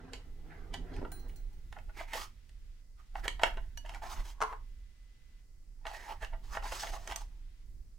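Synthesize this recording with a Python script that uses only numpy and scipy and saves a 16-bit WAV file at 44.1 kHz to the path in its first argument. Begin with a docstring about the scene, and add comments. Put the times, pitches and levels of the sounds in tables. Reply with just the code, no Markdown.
"""A small quiet room. A wooden drawer rolls open, chattering on its runners, and bumps its stop;
the cups and glasses inside clink and ring. A hand draws a stiff laminated card from between the
saucers and a wooden divider: it scrapes, knocks on the wood, buckles in quick pops and is slid back.
Underneath lie a faint hiss, a thin electrical whine and the rumble of the hand-held camera."""
import sys
import numpy as np
from scipy import signal
from scipy.fft import rfft, irfft, next_fast_len
from scipy.io import wavfile
from scipy.ndimage import map_coordinates

SR = 44100
rng = np.random.default_rng(int(sys.argv[2]) if len(sys.argv) > 2 else 0)


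def to_wav(sig):
    """Store sig (one row per channel, or 1-D mono) as 16-bit WAV at the path in sys.argv[1].

    Samples outside -1..1 are clipped; the rate is SR.
    """
    pcm = np.clip(np.atleast_2d(sig), -1, 1) * 32767
    pcm = np.round(pcm).astype(np.int16)
    wavfile.write(sys.argv[1], SR, pcm.T)  # frames by channels


N = 351918


def amp(db):
    """Decibels to gain."""
    return 10 ** (np.asarray(db) / 20)


def unit(x):
    """Scale to rms 1."""
    return x / np.sqrt(np.mean(x ** 2) + 1e-20)


def blow(x):
    """Scale a hit to the energy of one millisecond at full level."""
    return x / np.linalg.norm(x) * np.sqrt(SR / 1000)


def along(points, hz):
    """Join (f/Hz, value) points on a log frequency axis."""
    f, v = np.transpose(points)
    return np.interp(np.log(hz + 1), np.log(f + 1), v)


def envelope(points):
    """A gain through (t/s, level/dB) points, silent outside them."""
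    s, db = np.transpose(points)
    return amp(np.interp(np.arange(N) / SR, s, db, left=-150, right=-150))


def swell(start, length, db, rise_s, fall_s):
    """Attack, hold and release as a gain; rise and fall are the times for 20 dB."""
    t = np.arange(N) / SR - start
    return amp(db) * 10 ** -np.clip(np.maximum(-t / rise_s, (t - length) / fall_s), 0, 10)


def wobble(rate):
    """A smooth random curve, rate knots a second."""
    return map_coordinates(rng.standard_normal(int(N * rate / SR) + 4), [np.arange(N) * rate / SR])


def filtered(x, response):
    """Apply a gain that depends on frequency."""
    m = next_fast_len(N + SR // 2)
    return irfft(rfft(x, m) * response(np.fft.rfftfreq(m, 1 / SR)), m)[..., :N]


def coloured(x, spectrum):
    """EQ by (f/Hz, level/dB) points, at rms 1."""
    return unit(filtered(x, lambda hz: amp(along(spectrum, hz))))


def band(x, lo_hz, hi_hz):
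    """A causal band-pass."""
    sos = signal.butter(2, [lo_hz, min(hi_hz, SR / 2 - 1)], "band", fs=SR, output="sos")
    return signal.sosfilt(sos, x)


def shifting(x, depth_db):
    """As a contact point travels, resonances come and go."""
    spectra = signal.stft(x, nperseg=1024)[2]
    blur = np.outer(np.hanning(9), np.hanning(9))
    patches = signal.convolve2d(rng.standard_normal(spectra.shape), blur, "same")
    return signal.istft(spectra * amp(depth_db * unit(patches)), nperseg=1024)[1][:N]


def pair(width):
    """Mid-side stereo white noise."""
    mid, side = rng.standard_normal((2, N))
    return np.array([mid + width * side, mid - width * side])


def fade(t60):
    """Half a second of exponential decay."""
    return np.exp(-np.log(1000) * np.arange(SR // 2) / SR / t60)


def burst(t60):
    """Noise that dies away."""
    return rng.standard_normal(SR // 2) * fade(t60)


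def ring(modes, scatter_db, free=1):
    """Modes struck at a new spot get new strengths; a resting touch (free < 1) shortens their ring."""
    t = np.arange(SR // 2) / SR
    x = np.zeros(len(t))
    for k, (hz, db, t60) in enumerate(modes):
        strength = (-1) ** k * amp(db + scatter_db * rng.standard_normal())
        x += strength * fade(t60 * free) * np.sin(2 * np.pi * hz * t + .5 * rng.standard_normal())
    return x


def add(track, s, sound):
    """Lay a sound into a track at time s."""
    start = round(s * SR)
    track[start:start + len(sound)] += sound[:N - start]


def placed(x, left_db, wet_db, walls_db):
    """Pan a source and add early reflections off the cabinet faces and the room's tail."""
    # reverb decay: f/Hz, t60/s
    room = [(150, 0.27), (700, 0.23), (2000, 0.23), (6000, 0.22), (15000, 0.18)]
    hz, _, spectra = signal.stft(rng.standard_normal((2, SR // 2)), SR, nperseg=256)
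    decay = amp(-60 * np.arange(spectra.shape[-1]) * 128 / SR / along(room, hz)[:, None])
    tail = signal.istft(spectra * decay, SR, nperseg=256)[1]
    tail[:, :SR // 200] = 0  # pre-delay
    walls = rng.standard_normal(tail.shape[1]) * np.exp(-np.arange(tail.shape[1]) / SR / .002)
    mid, side = amp(wet_db) * tail / np.linalg.norm(tail[0])
    # long waves reach both microphones alike
    side = band(side + amp(walls_db) * walls / np.linalg.norm(walls), lo_hz=369, hi_hz=20440)
    echo = signal.fftconvolve(x[None], np.array([mid + side, mid - side]), axes=1)[:, :N]
    return (x + echo) * amp([[left_db / 2], [-left_db / 2]])


def background():
    """Camera rumble, room air, an electrical whine and a faint mid-range hiss that drops out briefly."""
    # handling and whine envelopes: t/s, level/dB
    handling = [(0.0, -56.5), (0.2, -47), (1.84, -43), (3.09, -53.5), (3.2, -41.5), (4.11, -46.5),
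                (4.2, -36), (4.27, -49.5), (4.71, -45.5), (4.87, -52.5), (6.07, -51), (6.18, -45),
                (6.71, -43.5), (7.64, -51), (7.67, -44), (7.98, -55)]
    whine_levels = [(0, -78), (1.2, -79), (2.0, -84), (2.8, -86), (3.7, -84), (4.7, -80), (5.35, -78),
                    (5.5, -86), (5.8, -90), (7.3, -88), (7.6, -84), (7.98, -98)]
    # rumble and air spectra: f/Hz, level/dB
    rumble_spectrum = [(10, -17), (22, -1), (31, 1), (45, -6.5), (62, -15), (100, -26.5), (170, -35),
                       (350, -43), (800, -65.5)]
    air_spectrum = [(80, 0), (170, -1.5), (270, -17), (420, -8), (650, -11), (1000, -14.5), (2000, -13.5),
                    (3600, -19.5), (4800, -12), (8000, -16.5), (12000, -24), (16000, -28)]
    # stretches where the hiss is heard: start/s, length/s
    hiss_spans = [(0, 2.8), (2.98, 2.42), (5.88, 1.75)]
    grip = envelope(handling) * amp(1 + 1.5 * wobble(5.9))
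    rumble = grip * coloured(pair(width=.15), rumble_spectrum) * amp([[-2], [2]])
    air = amp(-74.1) * coloured(pair(width=1), air_spectrum)
    hiss_gain = np.max([swell(*span, db=-76, rise_s=.021, fall_s=.082) for span in hiss_spans], axis=0)
    hiss = hiss_gain * unit(band(pair(width=.95), lo_hz=1200, hi_hz=4060))
    whine_hz = 2013 + 3 * wobble(40)
    whine = envelope(whine_levels) * np.sin(2 * np.pi * np.cumsum(whine_hz) / SR)
    return rumble + air + hiss + whine


def chatter(bumps_per_s):
    """Random bumps on the runners ring the drawer's box, each mode on its own."""
    # box modes: f/Hz, level/dB, t60/s
    box = [(159, -1, .2), (261, 0, .25), (330, -5, .14), (368, -3, .14), (425, -3, .14), (468, -7, .12),
           (735, -9, .09), (838, -10, .09)]
    x = np.zeros(N)
    for mode in box:
        bumps = rng.uniform(.3, 1, N) * (rng.random(N) < bumps_per_s / SR)
        x += amp(mode[1]) * unit(signal.fftconvolve(bumps, ring([mode], scatter_db=0))[:N])
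    return unit(band(x, lo_hz=100, hi_hz=1500))


def drawer():
    """Rollers grumble and chatter along the runners; the drawer bumps its stop and creeps a little."""
    # rolling envelope: t/s, level/dB
    roll = [(0.0, -56.5), (0.16, -58), (0.35, -71.5), (0.48, -60.5), (0.72, -57), (0.95, -57.5), (1.0, -49)]
    # runner spectrum: f/Hz, level/dB
    runners = [(65, -25), (110, -28), (161, 1), (205, -14), (256, -1.5), (427, -7), (552, -16),
               (736, -11.5), (1010, -18), (1740, -19.5), (2180, -27), (5000, -40), (6500, -46),
               (11000, -120)]
    # brief chafes: start/s, length/s, level/dB, f/Hz
    chafes = [(0.503, .025, -59, 1800), (0.935, .025, -67, 4600)]
    # thuds at the stop: t/s, level/dB
    thuds = [(1.014, -34.5), (1.027, -30.5), (1.048, -36), (1.074, -46)]
    # creep around the stop: start/s, length/s, level/dB
    settle = (0.89, 0.32, -62)
    rollers = amp(1 + 1.8 * wobble(45)) * coloured(shifting(rng.standard_normal(N), depth_db=3), runners)
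    carcass = unit(band(rng.standard_normal(N), lo_hz=58, hi_hz=107))
    travel = envelope(roll) + swell(*settle, rise_s=.02, fall_s=.61)
    x = travel * (amp(-2.5) * rollers + amp(-4) * chatter(bumps_per_s=11) + amp(-2) * carcass)
    for start, length, db, hz in chafes:
        chafe = unit(band(rng.standard_normal(N), lo_hz=.82 * hz, hi_hz=1.2 * hz))
        x += swell(start, length, db, rise_s=.008, fall_s=.076) * chafe
    for s, db in thuds:
        add(x, s, amp(db) * blow(band(burst(t60=.034), lo_hz=200, hi_hz=504)))
    return placed(x, left_db=-1, wet_db=-6.5, walls_db=-3.5)


def wood_hit(hardness, free, spot_hz):
    """One contact rings the panels and the struck spot; a harder one has more clack and snap."""
    # the drawer's panel modes: f/Hz, level/dB, t60/s
    panel_modes = [(262, -27, .12), (340, -26, .06), (450, -15, .06), (657, 0.5, .066), (815, -5, .06),
                   (890, 0, .065), (1010, -6, .06), (1150, -10, .05), (1340, -5, .045), (1490, 0, .07),
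                   (1700, -3, .05), (1870, 2, .07), (2030, -4, .05), (2190, 1, .06), (2650, 3, .035),
                   (2845, 5, .035), (3180, 3.5, .04), (3855, -5, .035), (4520, -13, .03), (4810, -12, .03)]
    soft_attack_s, hard_attack_s = .001, .00008
    t = np.arange(SR // 2) / SR
    onset = 1 - np.exp(-t / (soft_attack_s * (hard_attack_s / soft_attack_s) ** hardness))
    # the load on the panels detunes them from knock to knock
    loaded = np.array(panel_modes) * [1 + .025 * rng.standard_normal(), 1, 1]
    # the strong modes stand over a dense mass of damped ones
    panels = blow(ring(loaded, scatter_db=2.2, free=free)) + 1.05 * blow(burst(t60=.03 * free))
    body = blow(band(band(onset * panels, lo_hz=470, hi_hz=1450), lo_hz=198, hi_hz=1650))
    spot = blow(onset * fade(t60=.04 * free) * np.sin(2 * np.pi * (spot_hz * t + rng.random())))
    clatter = panels + .67 * blow(burst(t60=.03 * free))
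    clack = blow(band(onset * clatter, lo_hz=1650, hi_hz=3900))
    crack = blow(burst(t60=.0057 * free)) + 1.4 * blow(burst(t60=.03))
    snap = blow(band(onset * crack, lo_hz=3400, hi_hz=9000))
    edge = amp(-18 + 25.5 * hardness) * clack + amp(-47 + 52 * hardness) * snap
    return amp(-3.5) * body + amp(-5) * spot + edge


def knocks():
    """Knocks on the wooden compartments; some are smeared by a short noise swell, softening the attack."""
    # contacts: t/s, level/dB, hardness 0-1, ring time factor, struck spot f/Hz, smeared share 0-1
    contacts = [(0.133, -39.5, .7, 1.4, 452, .25), (0.7407, -32.5, .7, 1, 812, .3),
                (0.940, -52, .75, .6, 600, .3), (0.964, -51, .85, .6, 600, .1), (1.016, -39, 0, 1, 840, .5),
                (1.049, -33, .1, .7, 1350, .15), (1.057, -40, 0, 1, 470, .5),
                (1.118, -41, .03, .9, 796, .2), (1.295, -56.5, .8, .8, 800, .7),
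                (1.726, -42.5, .66, .5, 870, .03), (1.764, -34, .02, .8, 720, .7),
                (1.786, -44, .55, .6, 950, .2), (1.893, -41, .02, .8, 650, .7),
                (1.992, -38, .45, .8, 2050, .6), (2.009, -30.5, .2, .7, 660, .25),
                (2.133, -31, .72, 1, 880, .05), (2.137, -32, .6, 1, 1950, .2), (2.151, -31, .5, 1, 500, .4),
                (2.178, -37, .6, .8, 1850, .4), (2.215, -39, .7, .6, 1300, .2),
                (2.493, -66, 1, .36, 800, .1), (3.154, -27.5, .14, .5, 790, .04),
                (3.18, -37.5, 0, 1.2, 791, .4), (3.256, -29, .25, .6, 780, .5),
                (3.2798, -24, .76, .3, 650, 0), (3.395, -29.5, .33, .6, 930, .05),
                (3.418, -33, .4, 1, 850, .5), (3.4338, -11, .54, .7, 690, 0),
                (3.439, -20.5, .3, .9, 900, 0), (3.571, -35, .42, 1.4, 390, .1),
                (3.580, -38, .25, .9, 1050, .3), (3.774, -46, .1, .8, 750, .1),
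                (3.849, -40, .3, .9, 705, .4), (3.861, -44, .65, .6, 900, .3),
                (3.893, -39.5, .71, .6, 893, .2), (3.937, -44, .6, .6, 900, .4),
                (3.947, -43, .82, .38, 893, .05), (3.957, -37, 0, 1, 1450, .5),
                (4.020, -35, .15, 1, 870, .3), (4.033, -34.5, .1, 1, 800, .5),
                (5.853, -29.5, .25, .87, 866, .08), (5.867, -32.5, .62, .8, 818, .05),
                (6.227, -31, .25, 1, 1720, .7), (6.247, -39, .72, .34, 1598, .03),
                (6.333, -35, 0, 1, 680, .7), (6.550, -30, .35, .7, 930, .15),
                (6.570, -22.5, .1, .6, 900, .1), (6.625, -39, .45, .7, 802, .3),
                (6.652, -32, 0, 1.2, 880, .8), (6.721, -27.5, .3, .8, 1100, .5),
                (6.833, -27, .08, .8, 830, .45), (6.869, -33, .6, 1, 720, .6),
                (6.934, -33, .1, .9, 800, .4), (6.963, -37, .2, .8, 1100, .4),
                (7.075, -36, .68, .39, 900, .08), (7.099, -41, .72, .4, 900, .1),
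                (7.112, -38, .7, .4, 950, .1), (7.121, -34.5, .7, .45, 721, .05),
                (7.160, -39, .6, .6, 850, .03)]
    smear_rise_s, smear_fall_s = .014, .022  # times for 20 dB
    lead = SR // 40
    around = np.arange(-lead, 2 * lead) / SR
    smear_shape = 10 ** -np.maximum(-around / smear_rise_s, around / smear_fall_s)
    x = np.zeros(N)
    for s, db, hardness, free, spot_hz, smear in contacts:
        hit = wood_hit(hardness, free, spot_hz)
        noise = smear_shape * rng.standard_normal(len(around))
        kernel = np.sqrt(1 - smear) * (around == 0) + np.sqrt(smear) * noise / np.linalg.norm(noise)
        smeared = signal.fftconvolve(hit, kernel)
        add(x, s - lead / SR, amp(db) * smeared * np.linalg.norm(hit) / np.linalg.norm(smeared))
    return placed(x, left_db=-2.4, wet_db=-9.5, walls_db=-11)


def clinks(touches, modes, tick_db, wet_db):
    """Light touches on one piece of tableware: a tick and its ringing modes."""
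    x = np.zeros(N)
    for s, db in touches:
        tick = blow(band(burst(t60=.02), lo_hz=1630, hi_hz=8100))
        chime = blow(ring(modes, scatter_db=2))
        add(x, s, amp(db) * (chime + amp(tick_db) * tick))
    return placed(x, left_db=-1, wet_db=wet_db, walls_db=-1)


def cups():
    """Cups rattle in the moving drawer with a short ring."""
    # clinks: t/s, level/dB
    touches = [(0.134, -43), (0.739, -44.5)]
    # cup modes: f/Hz, level/dB, t60/s
    modes = [(1750, 3, 0.057), (2530, -10, 0.046), (2970, 7, 0.14), (3200, -13, 0.15), (3200, 6, 0.078),
             (3810, -7.5, .07), (4230, 10, 0.022), (4670, 15, 0.02), (4880, -2, 0.06), (5300, -5, .05)]
    return clinks(touches, modes, tick_db=0, wet_db=-3)


def glasses():
    """Two glasses touch, each chiming at its own high modes."""
    # clinks: t/s, first glass level/dB, second glass level/dB
    touches = [(1.118, -40, -54), (1.194, -57, -55), (1.283, -56, -70), (1.360, -55, -52), (1.53, -68, -64)]
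    # each glass's modes: f/Hz, level/dB, t60/s
    first_modes = [(4107, -14, .4), (7095, -8, .17), (7112, -15, .14), (9356, -4, .16), (9368, 0, .1),
                   (13460, -10, .14), (13590, -5, .14), (15650, -4, .2)]
    second_modes = [(4290, -7, .1), (4345, -7, .1), (5932, -4, .12), (5990, -7, .14), (7290, -7, .1),
                    (9819, -6, .12), (13740, -9, .12), (15480, -11, .12)]
    first = clinks(np.array(touches)[:, [0, 1]], first_modes, tick_db=-11, wet_db=-7)
    second = clinks(np.array(touches)[:, [0, 2]], second_modes, tick_db=-11, wet_db=-7)
    return first + second


def rubbed_spot(drive, start, length, spot_hz, glide, q):
    """A narrow resonance that glides, in octaves a second, as the contact point moves."""
    hz = spot_hz * 2 ** (glide * np.clip(np.arange(N) / SR - start, 0, length))
    pole = np.exp(-np.pi * spot_hz / q / SR)
    near = slice(max(round((start - .2) * SR), 0), round((start + length + .6) * SR))
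    carrier = np.exp(2j * np.pi * np.cumsum(hz[near]) / SR)
    x = np.zeros(N)
    x[near] = unit(np.real(carrier * signal.lfilter([1], [1, -pole], drive[near] / carrier)))
    return x


def card_slides():
    """The card's edge drags over the wood in tiny catches while its face hisses along the saucers."""
    # strokes: start/s, length/s, 20 dB rise/s, drag/dB, hiss/dB, sizzle/dB re hiss,
    # light brush around the stroke/dB re stroke, rubbed spot f/Hz, spot/dB re drag, glide/(octaves/s)
    strokes = [(1.978, .05, .04, -51, -61, -9, -18, 2200, -5, 0),
               (2.085, .04, .03, -57, -66, -10, -20, 2150, 1, 0),
               (2.134, .045, .006, -48, -49, -5, -30, 1900, -5, 0),
               (2.18, .055, .02, -52, -50, -7, -30, 1100, 2, 3),
               (2.985, .04, .02, -76, -85, -10, -16, 1250, 3, 0),
               (3.165, .03, .026, -58.5, -66, -8, -16, 1450, -2, 0),
               (3.243, .014, .015, -49, -58, -8, -20, 1750, 0, 0),
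               (3.418, .0067, .008, -41, -57, -8, -20, 880, -5, 0),
               (3.455, .035, .026, -47, -66, -14, -16, 1700, 0, 0),
               (3.86, .12, .012, -58, -68, -10, -16, 790, -5, 0),
               (4.025, .19, .012, -52, -61, -9, -16, 1050, -5, 0),
               (4.106, .04, .05, -55, -53.5, -8, -20, 1300, -5, 0),
               (4.25, .06, .04, -57, -58.5, -8, -22, 900, -5, 0),
               (5.868, .075, .015, -50, -61, -16, -16, 860, -2, 0),
               (5.935, .035, .03, -50.5, -58, -16, -16, 1750, 0, 4),
               (5.995, .09, .026, -55, -64, -14, -16, 1800, -2, 0),
               (6.091, .033, .04, -47, -63, -14, -16, 880, 0, 0),
               (6.223, .0194, .026, -51, -59, -15, -18, 1720, 0, 0),
               (6.445, .08, .026, -64, -68, -10, -16, 900, -5, 0),
               (6.53, .04, .04, -52, -55.5, -13, -14, 1150, -3, 0),
               (6.64, .025, .03, -51, -56, -13, -16, 830, 4.5, 7),
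               (6.672, .03, .02, -55, -52, -13, -16, 1600, 2, 8),
               (6.72, .06, .04, -52, -48.5, -11, -16, 1350, -4, 0),
               (6.805, .025, .06, -51, -44, -13, -18, 1700, -4, 0),
               (6.84, .06, .026, -49.5, -51, -12, -16, 680, -4, 0),
               (6.92, .04, .026, -52, -54, -12, -16, 760, -5, 0),
               (6.986, .1, .026, -59, -63, -12, -16, 700, -5, 0),
               (7.09, .035, .026, -48, -55, -10, -18, 900, -1, 0),
               (7.171, .05, .026, -61, -60, -12, -20, 900, -3, 0)]
    # drag and hiss spectra: f/Hz, level/dB
    drag_spectrum = [(150, -41), (250, -12), (311, -12), (385, -8), (520, -22), (640, -6), (761, -6),
                     (865, 0), (960, -7), (1280, -10), (1450, -12), (1800, -9), (2300, -17), (2900, -17),
                     (3710, -28), (4500, -24), (5850, -45.5), (9900, -120)]
    hiss_spectrum = [(1200, -19), (2800, 0), (3600, -1), (4500, 1.5), (6300, 1), (7800, -4), (9500, -11),
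                     (12500, -18), (16000, -20)]
    catches = unit(rng.standard_normal(N) * (rng.random(N) < 1500 / SR))  # 1500 a second
    pressure = wobble(70)

    def friction(grain, uneven_db):
        """Gritty noise under wavering pressure."""
        return amp(uneven_db * pressure) * (rng.standard_normal(N) + grain * catches)

    edge = friction(grain=.6, uneven_db=2.2)
    drag, hiss, sizzle, spots = np.zeros((4, N))
    for start, length, rise, drag_db, hiss_db, sizzle_db, brush_db, spot_hz, spot_db, glide in strokes:
        brush = swell(start, length, brush_db, rise_s=.064, fall_s=.22)
        motion = np.maximum(swell(start, length, db=0, rise_s=rise, fall_s=.044), brush)
        drag = np.maximum(drag, amp(drag_db) * motion)
        hiss = np.maximum(hiss, amp(hiss_db) * motion)
        sizzle = np.maximum(sizzle, amp(hiss_db + sizzle_db) * motion)
        spots += amp(drag_db + spot_db) * motion * rubbed_spot(edge, start, length, spot_hz, glide, q=8)
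    wood = amp(-1.5) * coloured(shifting(friction(grain=.6, uneven_db=2.2), depth_db=3.6), drag_spectrum)
    face = coloured(shifting(friction(grain=.35, uneven_db=1.1), depth_db=2.3), hiss_spectrum)
    top = amp(-2) * unit(band(friction(grain=.35, uneven_db=1.1), lo_hz=8300, hi_hz=16500))
    x = drag * wood + spots + hiss * face + sizzle * top
    return placed(x, left_db=-1.5, wet_db=-18.5, walls_db=-6)


def saucers():
    """The card nudges the front saucer as it leaves and taps the rear one as it returns."""
    # clinks: t/s, level/dB
    nudges = [(3.774, -38)]
    taps = [(7.075, -41), (7.160, -32.5)]
    # each saucer's modes: f/Hz, level/dB, t60/s
    front_modes = [(1700, 3, 0.035), (2918, -7, 0.13), (4506, -14, 0.22), (5841, 2, 0.055),
                   (6347, -10, 0.13), (8387, -20, .2), (8969, -17, 0.15), (10760, -18, 0.12),
                   (13220, -8, 0.05)]
    rear_modes = [(3330, -8, 0.05), (4490, 1, 0.014), (5130, 0, .05), (6300, 17, 0.016), (8150, 4, 0.041),
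                  (9135, -12, 0.068), (11250, -8, .045), (13500, 1, 0.033)]
    front = clinks(nudges, front_modes, tick_db=-6, wet_db=-11.5)
    rear = clinks(taps, rear_modes, tick_db=-2, wet_db=-12.5)
    return front + rear


def card_flexes():
    """The stiff sheet buckles in quick pops and quivers at its bending modes."""
    # bending modes: f/Hz, level/dB, t60/s
    modes = [(370, -19, .05), (439, -13.5, .16), (645, -15, .07), (710, -18, .05), (845, -4, .08),
             (920, -9, .05), (1013, 1, .08), (1062, -4, .1), (1096, -5, .08), (1262, -14, .06),
             (1354, -15, .07), (1490, -14, .07), (1676, -10, .06), (1950, -15, .035), (2080, -10, .035),
             (2650, -23, .05), (3400, -26, .05)]
    # buckles: t/s, level/dB, crackle/dB re level
    buckles = [(4.405, -26.5, -24), (4.412, -25, -20), (4.417, -17.5, -20), (4.4235, -17.5, -17.5),
               (4.435, -23.5, -20), (4.527, -31.5, -44), (4.533, -34, -45)]
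    # the bent card's quiver: start/s, length/s, level/dB
    quiver = (4.45, 0.075, -47)
    trembling = unit(signal.fftconvolve(rng.standard_normal(N), ring(modes, scatter_db=2))[:N])
    x = swell(*quiver, rise_s=.07, fall_s=.055) * trembling
    for s, db, crackle_db in buckles:
        bent = np.array(modes) * [1 + .01 * rng.standard_normal(), 1, 1]  # each bend detunes the sheet
        pop = blow(band(burst(t60=.011), lo_hz=762, hi_hz=1230))
        crackle = blow(band(burst(t60=.019), lo_hz=2300, hi_hz=7000))
        sheet = blow(ring(bent, scatter_db=2))
        add(x, s, amp(db) * (amp(-5.5) * sheet + amp(-2.5) * pop + amp(crackle_db) * crackle))
    return placed(x, left_db=-2, wet_db=-9.5, walls_db=-8.5)


def scene():
    """The drawer, the tableware and the card over the room's bed."""
    return (background() + drawer() + knocks() + cups() + glasses()
            + card_slides() + saucers() + card_flexes())


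def record(dry):
    """The camera's band limit cuts off the highest treble."""
    top_hz = 15950
    return filtered(dry, lambda hz: hz < top_hz)


dry = scene()
out = record(dry)
to_wav(out)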